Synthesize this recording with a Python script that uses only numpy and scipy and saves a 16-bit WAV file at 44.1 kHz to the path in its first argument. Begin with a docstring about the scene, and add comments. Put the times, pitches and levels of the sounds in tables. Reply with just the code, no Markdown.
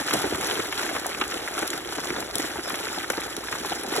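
"""A rush of dry soil hisses and thuds as it is tipped from a bucket down a sloping wire-mesh sieve.
Fine earth hisses through the mesh, stones tick on the wires, crumbs patter and clods thud on screen
and tub. Hard lumps burst, or knock on the wooden frame and the concrete. Behind them are a low outdoor
rumble and a faint, distant bird. Left and right differ, which makes the soil sound wide."""
import sys
import numpy as np
from scipy import signal
from scipy.fft import rfft, irfft, next_fast_len
from scipy.io import wavfile
from scipy.ndimage import map_coordinates

SR = 44100
rng = np.random.default_rng(int(sys.argv[2]) if len(sys.argv) > 2 else 0)


def wav_out(sig):
    """Save sig, one row per channel (or a flat mono array), as 16-bit PCM at SR to the path in sys.argv[1]."""
    wavfile.write(sys.argv[1], SR, np.round(np.clip(np.atleast_2d(sig).T, -1, 1) * 32767).astype(np.int16))


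N = 176400  # 4 seconds

# How strongly earth runs down the mesh: time_s, level_db (levels in all tables are relative)
EARTH_FLOW = [(0.0, -29.5), (0.05, -37.5), (0.09, -32), (0.18, -30.5), (0.27, -35), (0.39, -34.5),
              (0.45, -31.0), (0.72, -37.5), (0.81, -32), (0.92, -36), (0.96, -32), (0.99, -36), (1.26, -38),
              (1.32, -34.5), (1.44, -38.5), (1.56, -37), (1.59, -34), (1.71, -39), (1.74, -35),
              (1.83, -43.5), (1.87, -39.5), (2.07, -35.5), (2.13, -37), (2.18, -35.5), (2.28, -42.5),
              (2.42, -34.5), (2.61, -40.5), (2.68, -36), (3.02, -36.5), (3.07, -41.5), (3.13, -37),
              (3.27, -36.5), (3.42, -42.5), (3.54, -35.5), (3.62, -39), (3.7, -33), (3.79, -39),
              (3.87, -39), (3.99, -30.5)]
# Tone of grains hitting wire: frequency_hz, gain_db
GRAIN_TONE = [(300, -37.5), (1200, 4.5), (2700, 1.5), (4200, 1.5), (5800, -1), (7300, -3), (8400, -1),
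              (11800, -2.5), (12900, -8.5), (13700, -13.5), (15200, -15.5), (16500, -34)]


def amp(db):
    """Turns decibels into a gain."""
    return 10 ** (np.asarray(db) / 20)


def unit(x):
    """Scales a sound to an average (rms) level of 1."""
    return x / np.sqrt(np.mean(x ** 2) + 1e-20)


def along(points, hz):
    """Reads between (frequency_hz, value) points on a log scale."""
    point_hz, values = np.transpose(points)
    return np.interp(np.log(hz + 1), np.log(point_hz + 1), values)


def flow(rows):
    """A gain for every sample, gliding between (time_s, level_db) rows."""
    time_s, level_db = np.transpose(rows)
    return amp(np.interp(np.arange(N) / SR, time_s, level_db))


def wobble(per_s):
    """A smooth curve through per_s random values a second."""
    return map_coordinates(rng.standard_normal(1024), [np.arange(N) * per_s / SR], mode="wrap")


def filtered(x, response):
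    """Scales and shifts each frequency of x by response(hz)."""
    size = next_fast_len(N + SR // 4)
    return irfft(rfft(x, size) * response(np.fft.rfftfreq(size, 1 / SR)), size)[..., :N]


def coloured(x, tone, size=4096):
    """Gives x the tone drawn by (frequency_hz, gain_db) points."""
    cepstrum = irfft(np.log(amp(along(tone, np.fft.rfftfreq(size, 1 / SR)))))
    # Folded so the filter rings after a hit, never before it.
    cepstrum[1:size // 2] *= 2
    cepstrum[size // 2 + 1:] = 0
    return signal.fftconvolve(x, irfft(np.exp(rfft(cepstrum))))[:len(x)]


def add(track, start_s, sound):
    """Mixes a sound into a track."""
    part = track[max(0, round(start_s * SR)):][:len(sound)]
    part += sound[:len(part)]


def contacts(times, hz, gains, cycles, size):
    """Tiny impacts, each a sine wave that fades 60 dB in so many cycles."""
    samples = np.arange(size)
    turns = hz[:, None] * samples / SR
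    rings = gains[:, None] * np.sin(2 * np.pi * turns) * np.exp(-np.log(1000) * turns / cycles)
    positions = (times * SR).astype(int)[:, None] + samples
    return np.bincount(positions.ravel(), rings.ravel())


def shower(count):
    """Random times, signs, pitch offsets and weights of falling grains."""
    draws = rng.random((count, 3))
    weight = np.minimum(-np.log(draws[:, 2]), 4)  # many light, few heavy
    return draws[:, 0] * N / SR, np.sign(draws[:, 1] - .5), rng.standard_normal(count), weight


def patter(per_s, centre_hz, spread, cycles, weight_db, size):
    """A steady rain of small impacts of varied pitch and weight."""
    times, sign, offset, weight = shower(per_s * N // SR)
    hz = np.clip(centre_hz * np.exp(spread * offset), 60, SR / 3)
    rain = contacts(times, hz, sign * amp(weight_db * weight), cycles, size)
    return np.pad(rain, (0, N))[:N]


def lump(hz, spread, cycles, settle_s, fade_db, count, size):
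    """One lump lands: a first contact, then weaker ones of scattered pitch."""
    order = np.arange(count)
    progress = (order + rng.uniform(-.5, 0.53, count) * (order > 0)) / count
    pitch = hz * np.exp(spread * rng.permutation(np.linspace(-2, 2, count)) * np.sqrt(progress))
    gains = rng.choice([-1, 1], count) * amp(-fade_db * progress)
    hit = contacts(progress * settle_s, pitch, gains, cycles, size)
    return hit / np.sqrt(np.sum(hit ** 2) / (SR / 100))  # the energy of 10 ms at level 1


def rumble(gain_db=-51, side_db=-11.5):
    """Low outdoor background, nearly alike left and right."""
    # Tone of the background: frequency_hz, gain_db
    tone = [(20, -15), (38, -11), (54, 6.5), (72, 5), (110, -0.5), (200, -2), (600, -3.5), (3000, -35),
            (16000, -58)]
    middle, side = (unit(coloured(rng.standard_normal(N), tone)) for _ in range(2))
    return amp(gain_db) * (middle + amp(side_db) * np.array([side, -side]))


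def bird(chirp_s=0.085, top_hz=5300, sag_hz=760):
    """Each chirp is a pure whistle that arches up and down again."""
    # Distant chirps: start_s, level_db
    chirps = [(1.975, -45), (2.62, -38), (2.91, -42), (3.455, -44), (3.745, -45)]
    out, arch = np.zeros(N), np.linspace(-1, 1, int(chirp_s * SR))
    pitch_hz = top_hz - sag_hz * arch ** 2
    whistle = np.sin(2 * np.pi * np.cumsum(pitch_hz) / SR) * np.sqrt(1 - arch ** 2)
    for start_s, level_db in chirps:
        add(out, start_s, amp(level_db) * whistle)
    return out


def bursts(gain_db=-7, rise_s=0.00096, spray_s=0.0064, spray_db=-16):
    """A dry lump breaks with a bright crack and a short spray of grit."""
    # Lumps breaking: start_s, level_db
    breaks = [(0.137, -15.5), (0.2179, -22), (0.3565, -25), (0.7235, -24), (1.59, -21.5), (1.6762, -20),
              (1.703, -26), (1.736, -27), (1.7765, -25), (1.923, -29), (2.2034, -24), (2.3541, -16.5),
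              (2.3827, -21.5), (3.1006, -17), (3.3654, -20), (3.6594, -25), (3.9526, -23)]
    # Tone of a burst: frequency_hz, gain_db
    tone = [(300, -27), (1500, -10), (4000, 8.5), (7000, 3.5), (11500, 6.5), (13500, -6), (16000, -20)]
    out, t = np.zeros(N), np.arange(SR // 30) / SR
    crack = t / rise_s * np.exp(1 - t / rise_s)
    spray = amp(spray_db) * np.exp(-t / spray_s)
    for start_s, level_db in breaks:
        add(out, start_s, amp(level_db + gain_db) * (crack + spray) * rng.standard_normal(len(t)))
    return coloured(out, tone)


def knocks(gain_db=-8.8, crack_s=.0007, crack_db=3.5):
    """Hard lumps clack on wood and concrete: a sharp crack, then a short rattle as they settle."""
    # Hard lumps landing: start_s, level_db, pitch_hz
    landings = [(0.0832, -14.5, 1500), (0.1087, -14.5, 1600), (0.1356, -18, 1500), (0.2435, -17.5, 1500),
                (0.3496, -18, 1300), (0.597, -18, 1490), (0.7257, -15.5, 1870), (0.7931, -18.5, 1570),
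                (0.8305, -16.5, 1300), (0.8904, -16.5, 1330), (0.9507, -18.5, 1280), (0.9624, -15.5, 1410),
                (1.2131, -10.5, 2170), (1.2194, -13.5, 1400), (1.3194, -19.5, 1330), (1.4827, -17, 1210),
                (1.5793, -16.5, 1190), (1.6272, -14, 1200), (1.7315, -18, 1420), (1.9245, -20, 965),
                (1.9824, -15.5, 990), (2.1041, -18.5, 1490), (2.1644, -18, 966), (2.225, -21, 1310),
                (2.5565, -19, 895), (2.594, -22.5, 1490), (2.703, -17.5, 1400), (2.7427, -17.5, 1550),
                (3.0435, -19, 1530), (3.1014, -12.5, 1490), (3.1353, -19.5, 1200), (3.1788, -19.5, 1430),
                (3.484, -20.5, 1630), (3.5259, -16.5, 1570), (3.5528, -19, 1410), (3.6476, -16.5, 950),
                (3.936, -17.5, 1420)]
    # Tone of a knock: frequency_hz, gain_db
    tone = [(200, -13), (700, -9), (1400, -2.5), (2800, 0.5), (6000, -2.5), (12000, -30)]
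    out = np.zeros(N)
    for start_s, level_db, pitch_hz in landings:
        rattle = lump(pitch_hz, spread=0.61, cycles=7, settle_s=.007, fade_db=12, count=11, size=768)
        t = np.arange(len(rattle)) / SR
        crack = amp(crack_db) * np.exp(-t / crack_s) * rng.standard_normal(len(t))
        add(out, start_s, amp(level_db + gain_db) * (rattle + crack))
    return coloured(out, tone)


def small_clods(gain_db=-2.2):
    """Small soft clods drum on screen and tub."""
    # Flow of small clods: time_s, level_db
    tumble = [(0.0, -36.5), (0.63, -32), (0.72, -40), (0.81, -33.5), (1.14, -38), (1.44, -37), (1.62, -31),
              (1.68, -35.5), (1.86, -39), (2.19, -33), (2.25, -38), (2.4, -36), (2.67, -40.5), (2.73, -36),
              (3.45, -41.5), (3.51, -36.5), (3.84, -37.5), (3.92, -33.5), (3.99, -30)]
    # Tone of their drumming: frequency_hz, gain_db
    tone = [(40, -14), (120, -10), (220, -6.5), (340, 3.5), (560, -2.5), (800, 0), (1500, -1.5),
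            (4000, -10)]
    rain = patter(per_s=280, centre_hz=472, spread=0.44, cycles=6, weight_db=1.44, size=2048)
    return amp(gain_db) * flow(tumble) * unit(coloured(rain, tone))


def heavy_clods(thud_db=-10):
    """Single heavy clods thud; big soft masses sound deeper and settle more slowly."""
    # Clods landing on screen and tub: start_s, level_db, pitch_hz
    thuds = [(0.007, -20.5, 342), (0.136, -11, 370), (0.148, -18.5, 440), (0.241, -14, 380),
             (0.324, -16, 403), (0.424, -25, 670), (0.592, -15, 312), (0.854, -21.5, 350),
             (0.952, -19, 284), (1.059, -22.5, 690), (1.216, -21.5, 410), (1.36, -19.5, 353),
             (1.622, -16.5, 420), (1.738, -22, 347), (1.982, -20, 293), (1.984, -21, 1010),
             (2.104, -15, 275), (2.18, -22.5, 420), (2.228, -23, 326), (2.356, -19, 298), (2.395, -16, 363),
             (2.439, -19.5, 383), (2.557, -22.5, 600), (2.587, -18.5, 370), (2.673, -23.5, 530),
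             (2.73, -20.5, 301), (2.976, -20.5, 426), (3.101, -16, 414), (3.178, -16.5, 330),
             (3.26, -24, 400), (3.377, -19.5, 370), (3.719, -21, 860), (3.845, -22.5, 450),
             (3.878, -19, 320), (3.92, -17, 392), (3.96, -20, 850), (3.982, -17, 383)]
    # Masses slumping into the tub: start_s, level_db, pitch_hz
    slumps = [(0.146, -23, 296), (0.17, -24, 185), (0.25, -22, 190), (0.334, -21, 152), (3.71, -28, 213)]
    # Tone of both: frequency_hz, gain_db
    tone = [(60, -16.5), (180, -8.5), (350, 2), (600, 1.5), (820, 6.5), (1600, -2.5), (4000, -17)]
    out = np.zeros(N)
    for start_s, level_db, pitch_hz in thuds:
        thud = lump(pitch_hz, spread=0.43, cycles=6, settle_s=0.013, fade_db=12.5, count=8, size=2048)
        add(out, start_s, amp(level_db + thud_db) * thud)
    for start_s, level_db, pitch_hz in slumps:
        slump = lump(pitch_hz, spread=0.43, cycles=6, settle_s=0.0241, fade_db=4, count=6, size=4096)
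        add(out, start_s, amp(level_db) * slump)
    return coloured(out, tone)


def stones(gain_db=-1.5, ring_s=0.0005, ring_db=-11):
    """A stone strikes a wire: one hard click and a very short ring."""
    # Stones hitting wires: start_s, level_db
    ticks = [(0.1096, -29), (0.136, -20), (0.1904, -28), (0.4122, -32), (0.4713, -24), (0.6717, -30),
             (0.9369, -30.5), (0.9978, -31), (1.0666, -20), (1.2798, -29), (1.674, -29), (1.7047, -24.5),
             (1.7564, -37), (2.0547, -32), (2.204, -28), (2.3557, -20), (2.3835, -24), (2.6968, -25.5),
             (2.7579, -29), (2.9286, -29.5), (3.1026, -25.5), (3.1217, -28), (3.2072, -30), (3.5534, -31),
             (3.7576, -27.5), (3.835, -27.5), (3.9635, -22)]
    # Tone of a tick: frequency_hz, gain_db
    tone = [(2500, -18), (5500, 1), (11500, 3), (16000, -14)]
    out, t = np.zeros(N), np.arange(SR // 300) / SR
    click = t == 0
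    for start_s, level_db in ticks:
        ring = amp(ring_db) * np.exp(-t / ring_s) * rng.standard_normal(len(t)) * (t > 0)
        add(out, start_s, amp(level_db) * unit(click + ring))
    return amp(gain_db) * coloured(out, tone)


def crumbs(gain_db=-2.1, clump_db=1.4):
    """Pea-sized crumbs bounce down the mesh in small clumps."""
    # Tone of the crumbs: frequency_hz, gain_db
    tone = [(200, -7), (500, 0), (800, 0.5), (1050, -7.5), (1380, 4.5), (2000, -0.5), (2800, -5.5),
            (4000, 7), (8000, -6)]
    rain = patter(per_s=900, centre_hz=1460, spread=0.49, cycles=8.4, weight_db=2.2, size=512)
    clumps = amp(clump_db * wobble(per_s=70))
    return amp(gain_db) * flow(EARTH_FLOW) * unit(coloured(rain * clumps, tone))


def grit(gain_db=-3.5):
    """Larger sharp grains snap against the wires, each at its own pitch."""
    rain = patter(per_s=450, centre_hz=6160, spread=0.54, cycles=8, weight_db=4.4, size=384)
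    return amp(gain_db) * flow(EARTH_FLOW) * unit(coloured(rain, GRAIN_TONE))


def fine_earth(gain_db=-0.7, per_s=9000, weight_db=4.0, clump_db=1.8):
    """Thousands of grains tick on the wires in clumps and blur into a hiss."""
    times, sign, _, weight = shower(per_s * N // SR)
    ticks = np.bincount((times * SR).astype(int), sign * amp(weight_db * weight), N)[:N]
    clumps = amp(clump_db * wobble(per_s=90))
    return amp(gain_db) * flow(EARTH_FLOW) * unit(coloured(ticks * clumps, GRAIN_TONE))


def ground_scatter(sound, fade_s=.03):
    """Brief, blurred echoes off ground and frame, different left and right."""
    # Tone of the echoes: frequency_hz, gain_db
    tone = [(40, -35), (220, -25), (500, -7), (1000, -8.5), (1500, -6), (2300, -4), (3400, -1.5),
            (4700, -21.5), (5700, -3), (6900, -4.5), (7900, 1.5), (9000, -23), (10000, -4), (11200, -9),
            (14000, -13)]
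    spectrum = signal.stft(sound, SR, nperseg=128)[2]
    kept = np.exp(-np.log(1e6) * 64 / SR / fade_s)  # 60 dB down after fade_s
    power = signal.lfilter([0, 1 - kept], [1, -kept], abs(spectrum) ** 2)
    noise = signal.stft(rng.standard_normal((2, N)), nperseg=128)[2]
    echoes = signal.istft(noise / noise.std() * np.sqrt(power), nperseg=128)[1][:, :N]
    return filtered(echoes, lambda hz: amp(along(tone, hz)))


def stereo_width(sound):
    """Left and right differ in level and in phase (where a wave is in its cycle)."""
    # Left-right phase difference that gives the soil its stereo width, rising in steps with
    # frequency: frequency_hz, phase_radians
    phase = [(20, 0.5), (250, -0.03), (620, 1.35), (900, 0.3), (1150, -0.14), (1950, 0.19), (2700, 2.5),
             (3450, 1.58), (4050, 2), (4400, 3), (5000, 3), (5700, 5.5), (6450, 4), (7400, 7), (8450, 9.5),
             (9400, 9.5), (10600, 13.5), (11500, 12.5), (12550, 16.5), (13650, 16), (14700, 19.5)]
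    # How much louder the left side is: frequency_hz, gain_db
    balance = [(50, -3), (350, -1.8), (600, 0), (950, 6), (1400, -0.5), (3000, -0.5), (12000, -0.5)]
    sides = np.array([[.5], [-.5]])
    widen = lambda hz: amp(sides * along(balance, hz)) * np.exp(1j * sides * along(phase, hz))
    return filtered(sound, widen)


def scene():
    """The falling soil and the bird in stereo, over the rumble."""
    on_mesh = fine_earth() + grit() + stones() + crumbs()
    sound = on_mesh + small_clods() + heavy_clods() + knocks() + bursts() + bird()
    return stereo_width(sound) + ground_scatter(sound) + rumble()


def record(dry, low_cut_hz=38, top_hz=16300):
    """The recorder drops the deepest bass and the highest treble."""
    low_cut = signal.butter(3, low_cut_hz, "high", fs=SR, output="sos")
    return filtered(signal.sosfilt(low_cut, dry), lambda hz: hz < top_hz)


dry = scene()
out = record(dry)
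wav_out(out)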